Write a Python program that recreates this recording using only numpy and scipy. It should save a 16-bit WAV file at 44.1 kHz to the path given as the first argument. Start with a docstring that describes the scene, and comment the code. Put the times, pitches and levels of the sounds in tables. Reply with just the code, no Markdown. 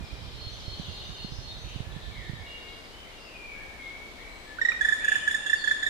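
"""A beech wood: a black woodpecker at its nest tree, a little to the right, bursts into its rolling call.
Groups of short pulses, each a flicked whistle with rough overtones, are thrown back by the trunks.
Songbirds far off are slurred sines, repeated notes and pitch-scattered buzzes sent through the wood's echo.
Shaped noise makes the hush and the blurred chorus; for the first seconds low noise and decaying
sine bumps buffet the right microphone."""
import sys
import numpy as np
from scipy import signal
from scipy.fft import rfft, irfft, next_fast_len
from scipy.io import wavfile
from scipy.ndimage import map_coordinates

SR = 44100
rng = np.random.default_rng(int(sys.argv[2]) if len(sys.argv) > 2 else 0)


def to_wav(s):
    """Save 16-bit WAV."""
    ch = np.atleast_2d(s).T  # columns
    pcm = np.round(np.clip(ch, -1, 1) * 32767)  # PCM
    wavfile.write(sys.argv[1], SR, pcm.astype(np.int16))


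N = 259749


def amp(db):
    """Decibels to gain."""
    return 10 ** (np.asarray(db) / 20)


def unit(x):
    """Scale to rms 1."""
    return x / np.sqrt(np.mean(x ** 2) + 1e-20)


def along(points, hz):
    """Interpolate (frequency [Hz], value) points on a log-frequency axis."""
    f, v = np.transpose(points)
    return np.interp(np.log(hz + 1), np.log(f + 1), v)


def curve(rows):
    """Interpolate (time [s], value) rows to one value per sample."""
    return np.interp(np.arange(N) / SR, *np.transpose(rows))


def wobble(rate_hz, size):
    """Smooth random curve with rate_hz knots per second."""
    knots = rng.standard_normal(size + 4)
    knots = knots[:int(size * rate_hz / SR) + 4]
    return map_coordinates(knots, [np.arange(size) * rate_hz / SR], mode="nearest")


def filtered(x, response):
    """Multiply the spectrum of x by a response of frequency."""
    m = next_fast_len(N + SR // 2)
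    return irfft(rfft(x, m) * response(np.fft.rfftfreq(m, 1 / SR)), m)[..., :N]


def add(track, start_s, sound):
    """Mix a sound into a track at start_s."""
    i = int(np.clip(round(start_s * SR), 0, N - 1))
    track[..., i:i + sound.shape[-1]] += sound[..., :N - i]


def panned(x, pan_db):
    """Stereo pair, left louder by pan_db."""
    return x * amp([[pan_db / 2], [-pan_db / 2]])


def delayed_left(x, lag_s):
    """Sound from the right reaches the left microphone lag_s later: opposite phase slopes."""
    return filtered(x, lambda hz: np.exp(1j * np.pi * hz * lag_s * np.array([[-1], [1]])))


def noise(spectrum):
    """Two unrelated rms-1 noises with the given spectrum."""
    return unit(filtered(rng.standard_normal((2, N)), lambda hz: amp(along(spectrum, hz))))


# decay of the wood's echo: (frequency [Hz], t60 [s])
WOOD_DECAY = [(500, 5.4), (1800, 1.67), (4000, 0.89), (8000, 1.15), (14000, 0.2)]


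def forest(x, build_s, early_db, early_t60_s):
    """Scatter from trunks and crowns: near trees answer first, then a long tail that loses its treble."""
    hz, t, z = signal.stft(rng.standard_normal((2, SR + SR // 2)), SR, nperseg=256)
    far = amp(-60 * t / along(WOOD_DECAY, hz)[:, None])
    near = amp(early_db - 60 * t / early_t60_s)
    shape = (far + near) * (1 - np.exp(-t / build_s))
    tail = signal.istft(z * shape, SR, nperseg=256)[1]
    # level referred to the energy at 2 kHz
    tail /= np.sqrt(np.sum(shape[np.searchsorted(hz, 2000)] ** 2) * 128)
    return signal.fftconvolve(np.atleast_2d(x), tail, axes=1)[:, :N]


# hush spectrum: (frequency [Hz], relative level [dB])
HUSH_SPECTRUM = [(12, -28), (20, 3.5), (55, 0), (129, -10), (372, -7.5), (687, -9.5), (1630, -14.5),
                 (2210, -13.5), (2470, -14.5), (3860, -18), (4700, -21), (13500, -36), (15600, -42)]
# left-right correlation of the hush: (frequency [Hz], likeness)
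HUSH_LIKENESS = [(40, 0.28), (300, 0.69), (800, 0.6), (2000, 0.21), (8000, 0.0057)]
# balance of the hush: (frequency [Hz], left re right [dB])
HUSH_BALANCE = [(50, 5), (400, 2.5), (1200, 2), (3000, 1), (10000, 1.5)]


def hush(level_db=-47.0):
    """Steady hush of the wood: noise most alike between the ears in the low range, least in the treble."""
    def angle(hz):
        return np.arccos(np.clip(along(HUSH_LIKENESS, hz), -1, 1)) / 2

    def balance(hz):
        return amp(along(HUSH_BALANCE, hz) * np.array([[.5], [-.5]]))

    mid, side = noise(HUSH_SPECTRUM)
    mid = filtered(mid, lambda hz: np.cos(angle(hz)))
    side = filtered(side, lambda hz: np.sin(angle(hz)))
    stereo = filtered(np.array([mid + side, mid - side]), balance)
    gain = amp(level_db + 0.3 * wobble(2.8, size=N))
    return gain * delayed_left(stereo, lag_s=.0002)


# swell of the distant birds: (time [s], relative level [dB])
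CHORUS_SWELL = [(0.0, -55.5), (0.64, -45), (1.01, -48), (1.93, -54), (2.53, -55), (3.67, -61.5),
                (4.5, -54.5)]
# spectrum of their blurred song: (frequency [Hz], relative level [dB])
CHORUS_SPECTRUM = [(1200, -55), (2400, -23.5), (3200, 2.5), (4200, 1.5), (5500, -16.5), (7000, -17.5),
                   (12000, -64)]


def chorus(trim_db=-3):
    """Very distant birds blurred together: band noise of uneven level."""
    level_db = curve(CHORUS_SWELL) + trim_db + 2.5 * wobble(12, size=N)
    return amp(level_db) * noise(CHORUS_SPECTRUM)


# rumble spectrum: (frequency [Hz], relative level [dB])
RUMBLE_SPECTRUM = [(15, -31), (45, 3.5), (120, -2), (200, -15), (350, -27.5), (700, -78), (2000, -120)]
BUFFET_END_S, BUFFET_RELEASE_S = 2.423, 0.097


def rumble(level_db=-40, gust_db=4.5):
    """Uneven low noise that holds, then dies away; two unrelated signals."""
    gusts = amp(level_db + gust_db * wobble(24.76, size=N))
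    ceasing = curve([(BUFFET_END_S, 1), (BUFFET_END_S + BUFFET_RELEASE_S, 0)])
    return gusts * ceasing * noise(RUMBLE_SPECTRUM)


# bumps on the microphone: (time [s], relative level [dB], hardness as upper thud re peak [dB])
MIC_BUMPS = [(0.008, -28.5, -14.5), (0.468, -30.5, -27), (0.68, -28, -26), (0.797, -26, -13),
             (1.247, -27, -11), (1.321, -29.5, -20.5), (1.386, -29, -31), (1.76, -27, -20),
             (1.804, -24.5, -20.5), (1.964, -28.5, -16), (2.296, -25.5, -18.5), (2.334, -28.5, -21)]


def bumps(track, trim_db=8, hz_at_0db=280, life_s_at_0db=0.0027, quickening=0.34):
    """Soft bumps as decaying sines; a harder bump is a shorter, higher push."""
    t = np.arange(SR // 10) / SR
    for start_s, db, thud_db in MIC_BUMPS:
        quick = amp(quickening * thud_db)
        push = np.sin(2 * np.pi * hz_at_0db * quick * t) * np.exp(-t * quick / life_s_at_0db)
        add(track, start_s, amp(db + trim_db) * push)


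def buffeting():
    """Rumble and bumps, mostly on the right microphone; part of the left rumble is its own."""
    right, left_own = rumble()
    bumps(right)
    left = amp(-22.5) * right + amp(-19.5) * left_own
    return delayed_left(np.array([left, right]), lag_s=0.00029)


def whistle(length_s, start_hz, end_hz, waver=0.007, glide_waver=.07):
    """One rms-1 slurred sine; gliding notes quiver more than held ones."""
    u = np.linspace(0, 1, max(int(length_s * SR), 64))
    quiver = waver + min(glide_waver * abs(np.log(end_hz / start_hz)), .028)
    glide = start_hz * (end_hz / start_hz) ** u
    pitch = glide * (1 + quiver * wobble(220.1, size=SR // 2)[:len(u)])
    return unit(signal.windows.tukey(len(u), 1 / 3) * np.sin(2 * np.pi * np.cumsum(pitch) / SR))


# single slurred whistles: (time [s], length [s], start [Hz], end [Hz], relative level [dB])
SLURRED_NOTES = [(0, 0.092, 2440, 2360, -53.5), (1.48, 0.068, 3680, 3750, -46.5),
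                 (1.831, 0.19, 1700, 1812, -57), (2.091, .21, 2350, 1667, -50.5),
                 (2.38, .11, 2150, 2316, -52), (2.449, 0.15, 2835, 2828, -47.5),
                 (2.64, 0.043, 2230, 2184, -51.5), (2.921, 0.077, 2950, 3100, -51),
                 (3.098, 0.15, 2864, 2704, -57), (3.329, .14, 2515, 2322, -46.5),
                 (3.47, .11, 2325, 2195, -45), (3.541, 0.093, 1550, 1862, -53.5),
                 (3.78, 0.081, 2190, 2128, -44.5), (3.869, .11, 2197, 2286, -47),
                 (4.182, .05, 1750, 2240, -50), (4.22, 0.0394, 2226, 2306, -47),
                 (4.25, .14, 3950, 4160, -59.5), (4.28, 0.16, 7780, 7920, -70),
                 (4.446, 0.19, 1700, 1815, -51), (4.983, 0.16, 2200, 3117, -46.5),
                 (5.113, 0.086, 3150, 2800, -47), (5.389, .12, 2740, 2792, -50),
                 (5.551, 0.077, 4720, 4186, -45)]
# later whistles come from the left: (time [s], left re right [dB])
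SLURRED_PAN = [(2, -0.5), (4, 4.5)]


def whistles(song, trim_db=0):
    """Single far whistles, each one sliding sine."""
    for start_s, length_s, start_hz, end_hz, db in SLURRED_NOTES:
        pan_db = np.interp(start_s, *np.transpose(SLURRED_PAN))
        note = amp(db + trim_db) * whistle(length_s, start_hz, end_hz)
        add(song, start_s, panned(note, pan_db))


# birds repeating one note: (first [s], until [s], period [s], note length [s],
# start [Hz], end [Hz], first relative level [dB], last relative level [dB])
REPEATED_NOTES = [(0.374, 1.57, 0.26, 0.064, 4254, 4270, -46.5, -48),
                  (.495, 1.6, 0.27, 0.069, 6030, 6204, -57, -56),
                  (0.037, 0.69, .091, 0.056, 5840, 3320, -53.5, -53),
                  (0.093, .76, 0.092, 0.029, 3260, 2930, -58, -47.5),
                  (0.789, 1.1, 0.16, 0.051, 4620, 3106, -46.5, -52.5),
                  (.83, 1.26, 0.16, 0.12, 4860, 4830, -57, -56),
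                  (.84, 1.2, .153, 0.0343, 3200, 2664, -49.5, -46.5),
                  (.95, 1.22, .077, 0.032, 3740, 3624, -48.5, -47),
                  (1.91, 2.73, .11, .025, 4095, 3100, -49.5, -51),
                  (2.18, 2.9, .11, 0.021, 5400, 4090, -60, -53)]


def trills(song, trim_db=0):
    """One slurred note repeated at a fixed period, its level ramping."""
    for first_s, last_s, period_s, length_s, start_hz, end_hz, first_db, last_db in REPEATED_NOTES:
        for start_s in np.arange(first_s, last_s, period_s):
            db = np.interp(start_s, [first_s, last_s], [first_db, last_db])
            add(song, start_s, amp(db + trim_db) * whistle(length_s, start_hz, end_hz))


# buzzy notes: (time [s], centre [Hz], relative level [dB])
BUZZY_NOTES = [(1.26, 5360, -55), (1.478, 3941, -53), (1.603, 2743, -53.5), (2.97, 2155, -57.5),
               (3.144, 4850, -60), (3.22, 2684, -56), (3.76, 3580, -57), (4.99, 2650, -48)]
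BUZZ_S, BUZZ_WIDTH = .16, 0.0854  # length; pitch scatter as a share of the centre


def buzzes(song, trim_db=0):
    """Sines roughened by fast random pitch scatter."""
    for start_s, hz, db in BUZZY_NOTES:
        pitch = hz * (1 + BUZZ_WIDTH * wobble(300, size=SR // 2)[:int(BUZZ_S * SR)])
        note = np.hanning(len(pitch)) * np.sin(2 * np.pi * np.cumsum(pitch) / SR)
        add(song, start_s, amp(db + trim_db) * unit(note))


def songbirds():
    """Far whistles, trills and buzzes, heard mostly through the echo of the wood."""
    song = np.zeros((2, N))
    whistles(song)
    trills(song)
    buzzes(song)
    echo = forest(song, build_s=.012, early_db=-9, early_t60_s=.2)
    return amp(-5.5) * song + amp(3) * echo


# groups of evenly spaced pulses: (time [s], spacing [s], pitch [Hz], relative level of each pulse [dB])
CALL_GROUPS = [(4.613, 0.036, 1890, [-20, -18.5, -17]), (4.8087, 0.038, 1757, [-18.5, -18.5, -18, -18]),
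               (5.043, 0.037, 1736, [-23.5, -18, -17.5, -19.5]), (5.275, .034, 1763, [-19, -24, -21.5]),
               (5.461, .0346, 1770, [-26, -23.5, -16]), (5.639, .035, 1760, [-25, -18, -18]),
               (5.827, 0.036, 1797, [-24, -22.5])]
FIRST_PULSE_FLAT = .022  # share below the group's pitch


def pulses():
    """(time [s], pitch [Hz], relative level [dB]) of every pulse; each group's first is flat."""
    return [(start_s + k * spacing_s, hz * (1 - FIRST_PULSE_FLAT * (k == 0)), db)
            for start_s, spacing_s, hz, levels in CALL_GROUPS for k, db in enumerate(levels)]


# one pulse: (time since its start [s], pitch re mean [ratio], relative amplitude)
PULSE_COURSE = [(0, .985, 0), (.0022, 1.03, .88), (.005, 1.006, 1.05), (.009, .988, .97), (.013, .984, .58),
                (.0205, .99, 0)]
# shrill overtones: (harmonic number, relative level [dB])
SHRILL_HARMONICS = [(3, -4.5), (4, 1.5), (5, -3), (6, -12.5), (7, -16.5), (8, -24)]
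# edge of the call: (time [s], second harmonic [relative dB], shrill harmonics [relative dB],
# their tilt [dB per harmonic])
CALL_EDGE = [(4.68, -39, -55.5, -9.5), (4.82, -35.5, -45, 1), (5.15, -36, -42.5, .5), (5.8, -31, -45.5, -1)]
# breath-like rasp spectrum: (frequency [Hz], relative level [dB])
RASP_SPECTRUM = [(600, -14.5), (1800, -3), (3500, -15.5), (6000, -15), (9000, -23), (15000, -40)]
# soft upward slur opening the call: (time [s], length [s], start [Hz], end [Hz], relative level [dB])
OPENING_SLUR = (4.585, .014, 1420, 1690, -34)
# unrelated tones the voice cracks into: (frequency [Hz], relative level [dB])
CRACK_TONES = [(1330, -39.5), (1850, -38), (2400, -29.5)]
CRACK_START_S = 4.718


def woodpecker(jitter=0.017, rasp_db=-30, tone_db=2.0, second_db=-0.5, shrill_db=-0.5):
    """Each pulse is a whistle that flicks up and sags; its rough overtones scatter more among the trees."""
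    tone, edge, effort = np.zeros(N), np.zeros(N), np.zeros(N)
    t = np.arange(SR // 40) / SR
    at_s, bend, swell = np.transpose(PULSE_COURSE)
    envelope = np.interp(t, at_s, swell, right=0)
    # shrill overtones break out at full strength, once the pitch has begun to sag
    strain = np.interp(t, [.001, .006, .01, .018], [0.11, 1.29, 0.54, 0.1])
    edge_s, *edge_columns = np.transpose(CALL_EDGE)
    for start_s, hz, db in pulses():
        second, shrill, tilt = (np.interp(start_s, edge_s, column) for column in edge_columns)
        pitch = hz * np.interp(t, at_s, bend) * (1 + jitter * wobble(785, size=len(t)))
        phase = 2 * np.pi * np.cumsum(pitch) / SR
        sagging = hz * (1.01 - 3.4 * t) * (1 + .021 * wobble(750, size=len(t)))
        rough_phase = 2 * np.pi * np.cumsum(sagging) / SR
        upper = sum(amp(level + tilt * (k - 4.5)) * np.sin(k * rough_phase)
                    for k, level in SHRILL_HARMONICS)
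        add(tone, start_s, amp(db + tone_db) * envelope * np.sin(phase))
        add(edge, start_s, amp(second + second_db) * envelope * np.sin(2 * phase))
        add(edge, start_s, amp(shrill + shrill_db) * strain * upper)
        add(effort, start_s, amp(db) * envelope)
    edge = edge + amp(rasp_db) * effort * noise(RASP_SPECTRUM)[0]

    start_s, length_s, start_hz, end_hz, db = OPENING_SLUR
    add(tone, start_s, amp(db) * whistle(length_s, start_hz, end_hz))
    crack_envelope = np.interp(2.4 * t, at_s, swell, right=0)  # 2.4 times quicker than a pulse
    for hz, db in CRACK_TONES:
        add(tone, CRACK_START_S, amp(db + 4.5) * crack_envelope * np.sin(2 * np.pi * hz * t))

    direct = delayed_left(panned(tone, -7.0) + panned(edge, -9), lag_s=0.00016)
    echo = forest(amp(-6) * tone, build_s=.004, early_db=-7, early_t60_s=.14)
    glitter = forest(amp(6) * edge, build_s=0.0021, early_db=-11, early_t60_s=0.12)
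    return direct + echo + panned(glitter, -0.54)


def scene():
    """All sources at the two microphones."""
    return hush() + chorus() + buffeting() + songbirds() + woodpecker()


TOP_HZ = 15720


def record(dry):
    """Band limit: nothing from TOP_HZ up is kept."""
    return filtered(dry, lambda hz: hz < TOP_HZ)


dry = scene()
out = record(dry)
to_wav(out)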